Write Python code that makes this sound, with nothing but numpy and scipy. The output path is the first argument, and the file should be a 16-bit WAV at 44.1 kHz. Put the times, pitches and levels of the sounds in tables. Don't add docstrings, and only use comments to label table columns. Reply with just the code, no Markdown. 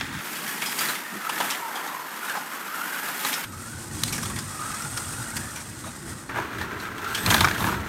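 import sys
import numpy as np
from scipy import signal
from scipy.fft import rfft, irfft, next_fast_len
from scipy.io import wavfile
from scipy.ndimage import uniform_filter1d

SR = 44100
rng = np.random.default_rng(int(sys.argv[2]) if len(sys.argv) > 2 else 0)


def dump(signal):
    limited = np.clip(np.atleast_2d(signal).T, -1, 1)
    pcm = np.round(limited * 32767).astype(np.int16)
    wavfile.write(sys.argv[1], SR, pcm)


N = 347508
TIME = np.arange(N) / SR

# (start [s], end [s])
SPOTS = [(0, .21), (.21, 3.45), (3.45, 6.29), (6.29, 7.88)]
AT_SPOT = [(TIME >= start) & (TIME < end) for start, end in SPOTS]


def car_gears():
    # (start [s], end [s], start pitch [Hz], end pitch [Hz], relative level [dB])
    lead_bursts = [(.485, .52, 1747, 1710, -37), (.82, .9, 1818, 1697, -40), (1.06, 1.085, 1819, 1795, -40),
                   (1.258, 1.278, 1325, 1310, -32), (1.63, 1.67, 960, 898, -32.5),
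                   (2.45, 2.66, 1029, 1136, -43.5), (2.725, 2.76, 1279, 1326, -32.5),
                   (2.775, 2.82, 1325, 1357, -37), (2.935, 2.98, 1470, 1502, -35),
                   (3.52, 3.78, 1247, 1513, -43.5), (4.535, 4.58, 1255, 1259, -38.5),
                   (4.605, 4.66, 1258, 1262, -33), (4.68, 4.77, 1285, 1295, -37),
                   (4.82, 4.86, 1360, 1383, -35.5), (4.98, 5.005, 1390, 1402, -36.5),
                   (5.37, 5.5, 1620, 1770, -43), (6.5, 6.9, 1340, 1394, -44.5),
                   (7.05, 7.12, 1327, 1391, -32)]
    chaser_bursts = [(.12, .22, 1286, 1330, -43), (1.35, 1.4, 1725, 1748, -34.5),
                     (1.9, 2.04, 1061, 969, -36), (2.2, 2.33, 1367, 1572, -37.5),
                     (2.62, 2.79, 1401, 1450, -39.5), (2.825, 2.85, 1463, 1475, -33),
                     (2.88, 3.05, 1525, 1620, -39), (3.35, 3.44, 1438, 1438, -39),
                     (4.65, 4.75, 1551, 1520, -39), (5.06, 5.36, 1340, 1483, -41.5),
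                     (5.48, 5.58, 1280, 1456, -42.5), (6.32, 6.64, 1530, 1684, -47),
                     (7.12, 7.24, 1604, 1770, -34), (7.4, 7.58, 1654, 1653, -41)]
    lead, lead_axle = gear_whine(lead_bursts, rasp_hz=40, blur=.01707, wander=.018,
                                 overtone_db=-21, whirr_db=-11, trim_db=-2)
    chaser, chaser_axle = gear_whine(chaser_bursts, rasp_hz=61, blur=.0232, wander=.04,
                                     overtone_db=-26, whirr_db=-7.5, trim_db=-2.5)
    return lead + chaser, lead_axle + chaser_axle


def gear_whine(bursts, rasp_hz, blur, wander, overtone_db, whirr_db, trim_db):
    harmonics = [6, -1, -4, -5]
    crown_teeth, runout = 27, .41
    hz, level_db = throttle(bursts)
    waver = 1 + blur * drift(265) + wander * np.tanh(drift(22))
    mesh = 2 * np.pi * np.cumsum(hz * waver) / SR
    axle = np.sin(mesh / crown_teeth)
    rasp = drift(rasp_hz) * np.sin(mesh) + drift(rasp_hz) * np.cos(mesh)
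    rasp /= np.sqrt(uniform_filter1d(rasp ** 2, size=1500) + .1)
    overtones = sum(from_db(overtone_db + db) * np.sin(k * mesh) for k, db in enumerate(harmonics, 2))
    tone = rasp + drift(2 * rasp_hz) * overtones
    whirr = drift(160) * np.sin(mesh) + drift(160) * np.cos(mesh)
    tone += from_db(whirr_db) * whirr
    tone *= 1 + runout * axle
    return from_db(level_db + trim_db) * rms_one(tone), axle


def throttle(bursts):
    attack_s, release_s, coasting_db = .039, .025, -57.5
    gain, glide = np.full(N, from_db(coasting_db)), []
    for start, end, start_hz, end_hz, db in bursts:
        glide += [(start, start_hz), (end, end_hz)]
        outside = np.maximum((start - TIME) / attack_s, (TIME - end) / release_s)
        gain = np.maximum(gain, from_db(db) * np.exp(-np.clip(outside, 0, 20)))
    times, pitches = np.transpose(sorted(glide))
    flutter_db = 2.5 * np.tanh(drift(43))
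    return np.interp(TIME, times, pitches), 20 * np.log10(gain) + flutter_db


def joint_clacks(rattles):
    # (time [s], length [s], knock pitch [Hz], knock level [dB], click pitch [Hz], click level [dB])
    jolts = [(.0095, 0.0042, 1770, -22.5, 3100, -25.5), (.619, 0.0094, 2240, -25, 3300, -29.5),
             (.657, 0.029, 1260, -37, 5140, -31.5), (.786, 0.016, 1930, -37, 4770, -26),
             (.855, 0.0072, 1800, -29, 4410, -32), (.884, 0.018, 1520, -26, 3930, -29),
             (.95, 0.015, 2090, -32, 3380, -33.5), (1.2925, 0.0085, 985, -24.5, 2770, -26.5),
             (1.378, 0.013, 1760, -31, 3080, -36), (1.401, 0.0097, 830, -20.5, 3020, -28),
             (1.408, 0.008, 1560, -26, 3040, -34), (1.44, 0.013, 806, -33, 3300, -48),
             (1.502, 0.0054, 1950, -33, 3700, -25), (1.507, .005, 2100, -35, 5500, -26.5),
             (1.514, 0.015, 970, -34, 3000, -29), (1.547, 0.0076, 2000, -30, 3300, -35),
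             (1.754, 0.02, 900, -32, 3260, -35), (1.872, 0.019, 1100, -38, 3650, -39.5),
             (2.173, 0.0071, 1400, -41, 3270, -41), (2.295, 0.0097, 1520, -26, 2880, -32.5),
             (2.35, 0.013, 1400, -28, 3300, -45), (2.364, 0.021, 840, -29.5, 5120, -41),
             (3.2475, 0.007, 1090, -23.5, 4020, -25), (3.328, 0.007, 1750, -31, 3700, -25.5),
             (3.337, 0.011, 1770, -37, 5340, -26), (3.438, 0.0078, 2220, -34, 3000, -35),
             (4.035, 0.0021, 1214, -24.5, 4080, -14.5), (4.077, 0.013, 2070, -37, 4270, -32),
             (4.123, 0.022, 2270, -33, 5600, -29.5), (4.179, 0.0094, 1600, -30, 5650, -34),
             (4.228, 0.013, 1270, -32, 5600, -32.5), (4.255, 0.0072, 1120, -33, 3400, -34),
             (4.298, 0.013, 1100, -33.5, 3320, -41), (4.36, 0.011, 2170, -36.5, 3400, -37),
             (4.376, .005, 2010, -35, 3400, -42), (4.387, 0.0059, 1394, -35, 4900, -30),
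             (4.716, 0.0059, 1810, -34, 5000, -37), (4.745, 0.0051, 1500, -41, 5790, -36),
             (4.82, 0.0069, 1400, -41, 5760, -35), (4.973, 0.0076, 1400, -28.5, 5400, -28.5),
             (5.082, 0.0055, 1504, -49, 5010, -41), (5.239, 0.0054, 1496, -35, 6000, -41),
             (5.366, 0.0066, 1733, -30, 4830, -28), (5.556, 0.027, 2314, -39, 5800, -38),
             (5.836, 0.018, 1190, -37, 3700, -47), (5.86, 0.016, 720, -36, 3680, -55),
             (6.291, .018, 1700, -33, 2570, -43), (6.358, 0.016, 928, -26, 2940, -41),
             (6.385, 0.0078, 848, -23.5, 3500, -44), (6.583, 0.0069, 1575, -32, 3520, -38),
             (6.611, 0.012, 1676, -26, 3970, -36.5), (6.799, 0.0085, 1490, -43, 4090, -37.5),
             (6.852, 0.0057, 1520, -31, 3500, -40), (6.98, 0.0049, 1500, -37, 3080, -36),
             (7.043, 0.011, 1380, -33, 3340, -37.5), (7.147, 0.011, 1374, -33, 3186, -23),
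             (7.173, 0.027, 1700, -31, 3500, -32), (7.2612, 0.0048, 2524, -24, 3920, -19),
             (7.277, 0.0086, 1180, -24, 2940, -35), (7.302, 0.0072, 1750, -21, 3240, -17),
             (7.309, 0.0072, 890, -16.5, 6400, -20.5), (7.321, 0.0076, 1690, -17, 3260, -39),
             (7.3425, 0.0029, 1570, -13, 3500, -12), (7.3455, 0.005, 870, -13, 6000, -24),
             (7.363, 0.0043, 1670, -18, 3570, -34), (7.379, 0.0091, 1490, -21, 3470, -28),
             (7.394, 0.0066, 1400, -31, 3500, -33), (7.4065, 0.0031, 1890, -18, 3800, -14),
             (7.409, 0.0058, 940, -14.5, 3360, -21), (7.419, 0.0068, 1570, -28, 3440, -44),
             (7.435, 0.0076, 1155, -22, 3410, -44), (7.444, 0.0047, 1310, -8.5, 5430, -22),
             (7.4485, 0.0026, 1250, -13.5, 3470, -21), (7.4725, 0.0048, 1510, -17, 3570, -34),
             (7.484, 0.0032, 1630, -20, 4270, -26.5), (7.511, 0.0041, 1630, -18.5, 3740, -30),
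             (7.547, 0.0087, 1700, -37, 3470, -36), (7.56, 0.0062, 1670, -26, 4170, -51),
             (7.578, .008, 1490, -31, 2910, -33), (7.603, 0.012, 990, -25.5, 3700, -34),
             (7.622, 0.0064, 1204, -28, 3500, -39), (7.641, 0.0044, 1300, -17, 3880, -33),
             (7.666, 0.02, 990, -23, 2770, -34), (7.682, 0.017, 1240, -26.5, 3000, -46),
             (7.726, 0.003, 990, -23, 2900, -44), (7.742, 0.0036, 1290, -25, 3030, -45)]
    # (pitch [Hz], width [Hz], level [dB])
    track_modes = [(201, 300, -10.5), (410, 410, -13), (630, 610, -10), (937, 260, -3), (1214, 160, -1.5),
                   (1604, 380, -4.5), (2230, 380, -10)]
    chassis_modes = [(2350, 1060, 2.5), (3250, 590, 3), (4230, 1700, -0.5), (5640, 1800, -1.5)]
    guide_modes = [(6830, 540, 15), (8250, 5400, 17.5), (12600, 3200, 11)]
    sizzle_db = [-30, -5, -1.5, -7.5]
    size = 4096
    out, age = np.zeros(N + size), np.arange(size) / SR
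    for s, length, knock_hz, knock_db, click_hz, click_db in list(jolts) + rattles:
        at = int(s * SR)
        spot = sum(s >= start for start, end in SPOTS[1:])
        pressure = (1 - np.exp(-age / (.09 * length))) * np.exp(-(age / length) ** .93)
        damping = (.01 / length) ** .5
        track = track_modes + [(knock_hz, 420 * damping, 5)]
        chassis = chassis_modes + [(click_hz, 700 * damping, 10)]
        parts = (track, knock_db), (chassis, click_db), (guide_modes, click_db + sizzle_db[spot])
        for modes, db in parts:
            ring = sum(resonate(rng.standard_normal(size) * pressure + 1e-18, *mode) for mode in modes)
            out[at:at + size] += from_db(db) * np.sqrt(length * SR / size) * rms_one(ring)
    return highpass(out[:N], 122, order=4)


def small_rattles(tyre_db, braid_db):
    count, per_s, length_s, spread_octaves, spread_db = 240, 18, .0074, .26, 1.5
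    times = np.cumsum(rng.exponential(1 / per_s, count))
    scatter = rng.standard_normal((count, 4))
    rows = []
    for s, luck in zip(times[times < TIME[-1]], scatter):
        at = int(s * SR)
        knock_hz, click_hz = [1620, 3600] * 2 ** (spread_octaves * luck[:2])
        knock_db, click_db = [tyre_db[at] - 8, braid_db[at] - 9.5] + spread_db * luck[2:]
        rows.append((s, length_s, knock_hz, knock_db, click_hz, click_db))
    return rows


def running_noise(rumble_db, tyre_db, braid_db, wobble):
    bounce, tick_decay_s = drift(20), .0016
    ticks = np.abs(contacts(per_s=140, spread_db=4))
    rattle = signal.lfilter([1], [1, -np.exp(-1 / (tick_decay_s * SR))], ticks)
    judder = 1 + .12 * rms_one(rattle)
    tyres = tyre_drumming(tyre_db, bounce, wobble, judder)
    braids = braid_scrape(braid_db, bounce, wobble, judder)
    return from_db(-3.5) * tyres + from_db(.55) * braids + from_db(-.3) * table_rumble(rumble_db)


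def tyre_drumming(level_db, bounce, wobble, judder):
    # (frequency [Hz], level [dB])
    colours = [
        [(260, -37), (450, -13), (691, -16), (810, -10.5), (1480, -4), (1710, -3), (3000, -13.5), (3900, -47),
         (6600, -120)],
        [(260, -3.5), (450, -6.5), (643, -5.5), (842, -1.5), (964, 0), (1140, -0.5), (1320, 2), (1780, -3),
         (2080, -7), (3000, -28), (3900, -55), (6600, -120)],
        [(260, -34), (450, -2.5), (580, -1.5), (1250, 4), (1360, 4.5), (1750, 1.5), (1910, 2), (2250, -5),
         (3000, -17), (3900, -10), (6600, -120)],
        [(260, 4.5), (450, 2), (527, -9), (628, -4), (685, -6.5), (778, -5.5), (877, -1), (1150, 0.5),
         (1380, 4), (2000, -3), (3000, -13.5), (3900, -39), (6600, -120)],
    ]
    tread = judder * contacts(per_s=5000, spread_db=1.5)
    tread *= from_db(.95 * bounce + .47 * drift(30) + .32 * wobble)
    tread = shifting_resonances(tread, 560, 3400, count=22, depth_db=6, rate_hz=11, overlap=.8)
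    out = np.zeros(N)
    for here, colour in zip(AT_SPOT, colours):
        out[here] = from_db(level_db[here]) * coloured(tread[here], colour)
    return out


def braid_scrape(level_db, bounce, wobble, judder):
    # (frequency [Hz], level [dB])
    colours = [
        [(2400, -29), (3250, 8), (4200, -0.5), (7000, -2), (12000, -7), (16000, -10)],
        [(1590, 7), (2700, 2), (3340, 0), (3810, -3), (5060, -3.5), (6490, -4), (8300, -2), (10000, -4),
         (11800, -3), (12900, -2), (14900, -5), (15300, -9), (15600, -18)],
        [(2400, -7), (3000, -6), (4000, -5), (4800, -2.5), (6300, -1), (7500, 0.5), (8300, 4.5), (9000, 3.5),
         (10300, -5), (11700, -7.5), (12900, -7), (14200, -14), (15700, -18)],
        [(2400, 3.5), (2900, 2), (3350, 5), (4200, 2), (4900, -2), (6300, -0.5), (7500, -3.5), (8400, -1),
         (10400, -8), (12700, -2), (15700, -10)],
    ]
    scrape = judder * barrier_reflection(contacts(per_s=11000, spread_db=1))
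    scrape *= from_db(1.16 * bounce + .5 * drift(99) + .25 * wobble)
    scrape = shifting_resonances(scrape, 2900, 13500, count=22, depth_db=4.2, rate_hz=9, overlap=.6)
    out = np.zeros(N)
    for here, colour in zip(AT_SPOT, colours):
        db = level_db[here]
        hiss = coloured(scrape[here], colour)
        treble = highpass(hiss, 6900, order=1)
        treble_gain = from_db(.46 * (db - db.mean()))
        out[here] = from_db(db) * (hiss + (treble_gain - 1) * treble)
    return out


def braid_song():
    # (peak time [s], half width [s], pitch [Hz], bandwidth [Hz], level [dB])
    swells = [(1.9, .45, 12850, 900, -51), (3.0, 0.36, 12800, 910, -46.5), (4.95, 0.27, 8450, 1200, -43.5),
              (7.22, 0.077, 8210, 899, -42), (7.32, .13, 12900, 1000, -41), (7.65, 0.042, 11600, 4500, -39)]
    out = np.zeros(N)
    for s, half_width, hz, width, db in swells:
        band = rms_one(resonate(rng.standard_normal(N), hz, width, 0))
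        out += from_db(db) * np.exp(-.5 * ((TIME - s) / half_width) ** 2) * band
    return out * from_db(1.5 * drift(40))


def rail_chatter(braid_db):
    # (pitch [Hz], relative level [dB], t60 [s])
    modes = [(864, 1.5, 0.056), (1894, -0.5, .05), (2200, -4.5, 0.055), (2560, -4, 0.047), (2880, -5, .05),
             (3350, -4.5, 0.092), (3790, -5.5, 0.093), (4370, -6, .03), (5180, -9, .03), (6480, -7, .03)]
    out = np.zeros(N)
    for hz, db, t60 in modes:
        r = from_db(-60 / (t60 * SR))
        poles = [1, -2 * r * np.cos(2 * np.pi * hz / SR), r * r]
        ticks = contacts(per_s=22, spread_db=2.5)
        out += from_db(db) * rms_one(signal.lfilter([1, 0, -1], poles, ticks))
    return from_db(braid_db - 17.5) * out


def rail_pings():
    # (time [s], level [dB])
    flicks = [(.658, -34), (1.755, -41)]
    # (pitch [Hz], relative level [dB], t60 [s])
    modes = [(3284, 0, 0.22), (3600, -5, .12), (4850, -3, .2)]
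    out = np.zeros(N)
    for s, db in flicks:
        age = TIME[TIME >= s] - s
        for hz, mode_db, t60 in modes:
            out[N - len(age):] += ring_down(age, hz, db + mode_db, t60)
    return out


def table_thumps():
    # (time [s], level [dB], pitch [Hz])
    landings = [(3.943, -24.5, 86), (4.026, -22, 110), (4.25, -22, 108), (4.35, -26, 100),
                (4.841, -28, 143), (5.062, -28, 100), (5.19, -26, 124.5)]
    out, rise_s = np.zeros(N), .0044
    for s, db, hz in landings:
        age = TIME[TIME >= s] - s
        out[N - len(age):] += (1 - np.exp(-age / rise_s)) * ring_down(age, hz, db, t60=.16)
    return out


def table_rumble(level_db):
    # (frequency [Hz], level [dB])
    colours = [
        [(18, -54), (30, -40), (64, -7), (220, -13), (259, -9), (578, -36), (600, -30), (780, -52),
         (1320, -120)],
        [(35, -62), (60, -26), (102, -21), (110, -36), (122, -6), (183, 5), (424, -2), (600, -23), (780, -48),
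         (1320, -120)],
        [(18, -45), (30, -16.5), (102, 1.5), (178, -3.5), (246, -4), (297, -7.5), (341, -6.5), (387, -15),
         (600, -20), (780, -73), (1320, -120)],
        [(18, -47), (30, -12), (86, 4.5), (101, 5), (151, -3), (212, 4), (240, -5), (325, -5), (455, -16),
         (600, -13.5), (780, -15), (1320, -120)],
    ]
    shake = rng.standard_normal(N)
    shake = shifting_resonances(shake, 90, 420, count=11, depth_db=7, rate_hz=5, overlap=.5)
    out = np.zeros(N)
    for here, colour in zip(AT_SPOT, colours):
        db = level_db[here]
        boom = coloured(shake[here], colour)
        bass = boom - highpass(boom, 350, order=1)
        bass_gain = from_db(.41 * (db - db.mean()) - 1)
        out[here] = from_db(db) * (boom + (bass_gain - 1) * bass)
    return out


def nearness():
    # (rumble [dB], tyres [dB], braids [dB])
    beds = [(-37, -34, -43), (-50.5, -35.5, -41), (-41, -46, -49), (-40.5, -32.5, -48)]
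    # (peak time [s], half width [s], rumble [dB], tyres [dB], braids [dB])
    passes = [(.17, 0.036, -65, -34, -42.5), (.385, 0.16, -44, -47, -37), (.5, 0.034, -50, -46, -38.5),
              (.66, 0.16, -45.5, -43, -36), (.84, 0.12, -43, -35, -32), (1.16, 0.029, -39, -44, -44),
              (1.43, 0.1, -44.5, -29.5, -33.5), (1.8, 0.12, -63, -32.5, -44), (2.3, 0.14, -73, -35, -39.5),
              (2.98, 0.28, -49, -34, -37.5), (3.281, 0.15, -45.5, -35.5, -33),
              (3.68, 0.19, -64, -45, -45.5), (4.14, 0.25, -35.5, -39, -37.5), (4.32, .07, -37, -43, -50),
              (4.75, 0.39, -48, -38, -41.5), (5.17, 0.58, -42.5, -40.5, -39.5),
              (5.39, 0.047, -39, -42, -45), (5.87, 0.021, -37, -43, -43), (6.1, 0.058, -37.5, -40.5, -44.5),
              (6.39, 0.048, -36.5, -29.5, -46.5), (6.61, 0.058, -37.5, -47, -46.5),
              (6.75, .05, -41, -48, -65), (6.83, 0.038, -57, -37, -44.5), (7.1, 0.092, -46, -36, -42.5),
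              (7.29, 0.033, -27, -25, -46), (7.34, 0.069, -32, -31.5, -31), (7.44, 0.088, -29, -45, -37.5),
              (7.649, 0.097, -30.5, -29, -37.5), (7.79, 0.086, -33.5, -54, -70)]
    power, falloff = np.zeros((3, N)), 1.82
    for (start, end), here, bed_db in zip(SPOTS, AT_SPOT, beds):
        power[:, here] = from_db(bed_db)[:, None] ** 2
        for s, width, *db in passes:
            if start <= s < end:
                distance_squared = 1 + ((TIME[here] - s) / width) ** 2
                power[:, here] += from_db(db)[:, None] ** 2 / distance_squared ** falloff
    return 10 * np.log10(power)


def shifting_resonances(x, low_hz, high_hz, count, depth_db, rate_hz, overlap):
    pitches = np.geomspace(low_hz, high_hz, count)
    spacing = pitches[1] / pitches[0] - 1
    out = x.copy()
    for hz in pitches:
        gain = from_db(depth_db * np.tanh(.7 * drift(rate_hz)))
        out += (gain - 1) * resonate(x, hz, overlap * spacing * hz, 0)
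    return out


def barrier_reflection(x, delay_s=.00118, strength=.16):
    return x + strength * AT_SPOT[2] * np.roll(x, int(delay_s * SR))


def attic(x, t60=.31, wall_cut_hz=8700):
    out, dull = np.zeros(N), np.exp(-2 * np.pi * wall_cut_hz / SR)
    lags = (rng.uniform(.007, .033, size=10) * SR).astype(int)
    for k, lag in enumerate(lags):
        loop, state = x.copy(), [0.]
        gain = from_db(-60 * lag / SR / t60)
        for i in range(lag, N, lag):
            back, state = signal.lfilter([gain * (1 - dull)], [1, -dull], loop[i - lag:i], zi=state)
            loop[i:i + lag] += back[:N - i]
        out += (loop - x) * (-1) ** k
    return out


def contacts(per_s, spread_db):
    sizes = from_db(spread_db * np.minimum(rng.exponential(1, N), 4)) * rng.choice([-1, 1], N)
    return rms_one(sizes * (rng.random(N) < per_s / SR))


def drift(rate_hz):
    step, settle = 20, 2000
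    r = np.exp(-2 * np.pi * rate_hz * step / SR)
    noise = rng.standard_normal(N // step + settle + 2)
    slow = signal.lfilter([1], [1, -2 * r, r * r], noise)[settle:]
    return np.interp(np.arange(N) / step, np.arange(len(slow)), rms_one(slow))


def coloured(x, curve):
    size = next_fast_len(len(x) + 2048)
    octave = np.log2(np.maximum(np.arange(size // 2 + 1) * SR / size, 1))
    hz, db = np.transpose(curve)
    outside = np.abs(octave - np.clip(octave, np.log2(hz[0]), np.log2(hz[-1])))
    gain = from_db(np.interp(octave, np.log2(hz), db) - 36 * outside)
    return rms_one(irfft(rfft(x, size) * gain, size)[:len(x)])


def resonate(x, hz, width, db):
    r = np.exp(-np.pi * width / SR)
    zeros = np.array([1, 0, -1]) * (1 - r * r) / 2
    poles = [1, -2 * r * np.cos(2 * np.pi * hz / SR), r * r]
    return from_db(db) * signal.lfilter(zeros, poles, signal.lfilter(zeros, poles, x))


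def ring_down(age, hz, db, t60):
    return from_db(db - np.minimum(60 * age / t60, 200)) * np.sin(2 * np.pi * hz * age)


def highpass(x, hz, order):
    return signal.sosfilt(signal.butter(order, hz, "high", fs=SR, output="sos"), x)


def from_db(db):
    return 10 ** (np.asarray(db) / 20)


def rms_one(x):
    return x / np.sqrt(np.mean(x ** 2) + 1e-20)


def scene():
    rumble_db, tyre_db, braid_db = nearness()
    gears, wobble = car_gears()
    cars = gears + rail_pings() + rail_chatter(braid_db)
    cars += from_db(-1.5) * joint_clacks(small_rattles(tyre_db, braid_db))
    running = running_noise(rumble_db, tyre_db, braid_db, wobble)
    mono = cars + from_db(-20) * attic(cars) + running + braid_song() + table_thumps()
    return np.array([mono, mono])


def record(dry):
    ceiling, cutoff_hz = .95, 15800
    rounded = ceiling * np.tanh(dry / ceiling)
    return signal.sosfilt(signal.ellip(12, .1, 80, cutoff_hz, fs=SR, output="sos"), rounded)


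dry = scene()
out = record(dry)
dump(out)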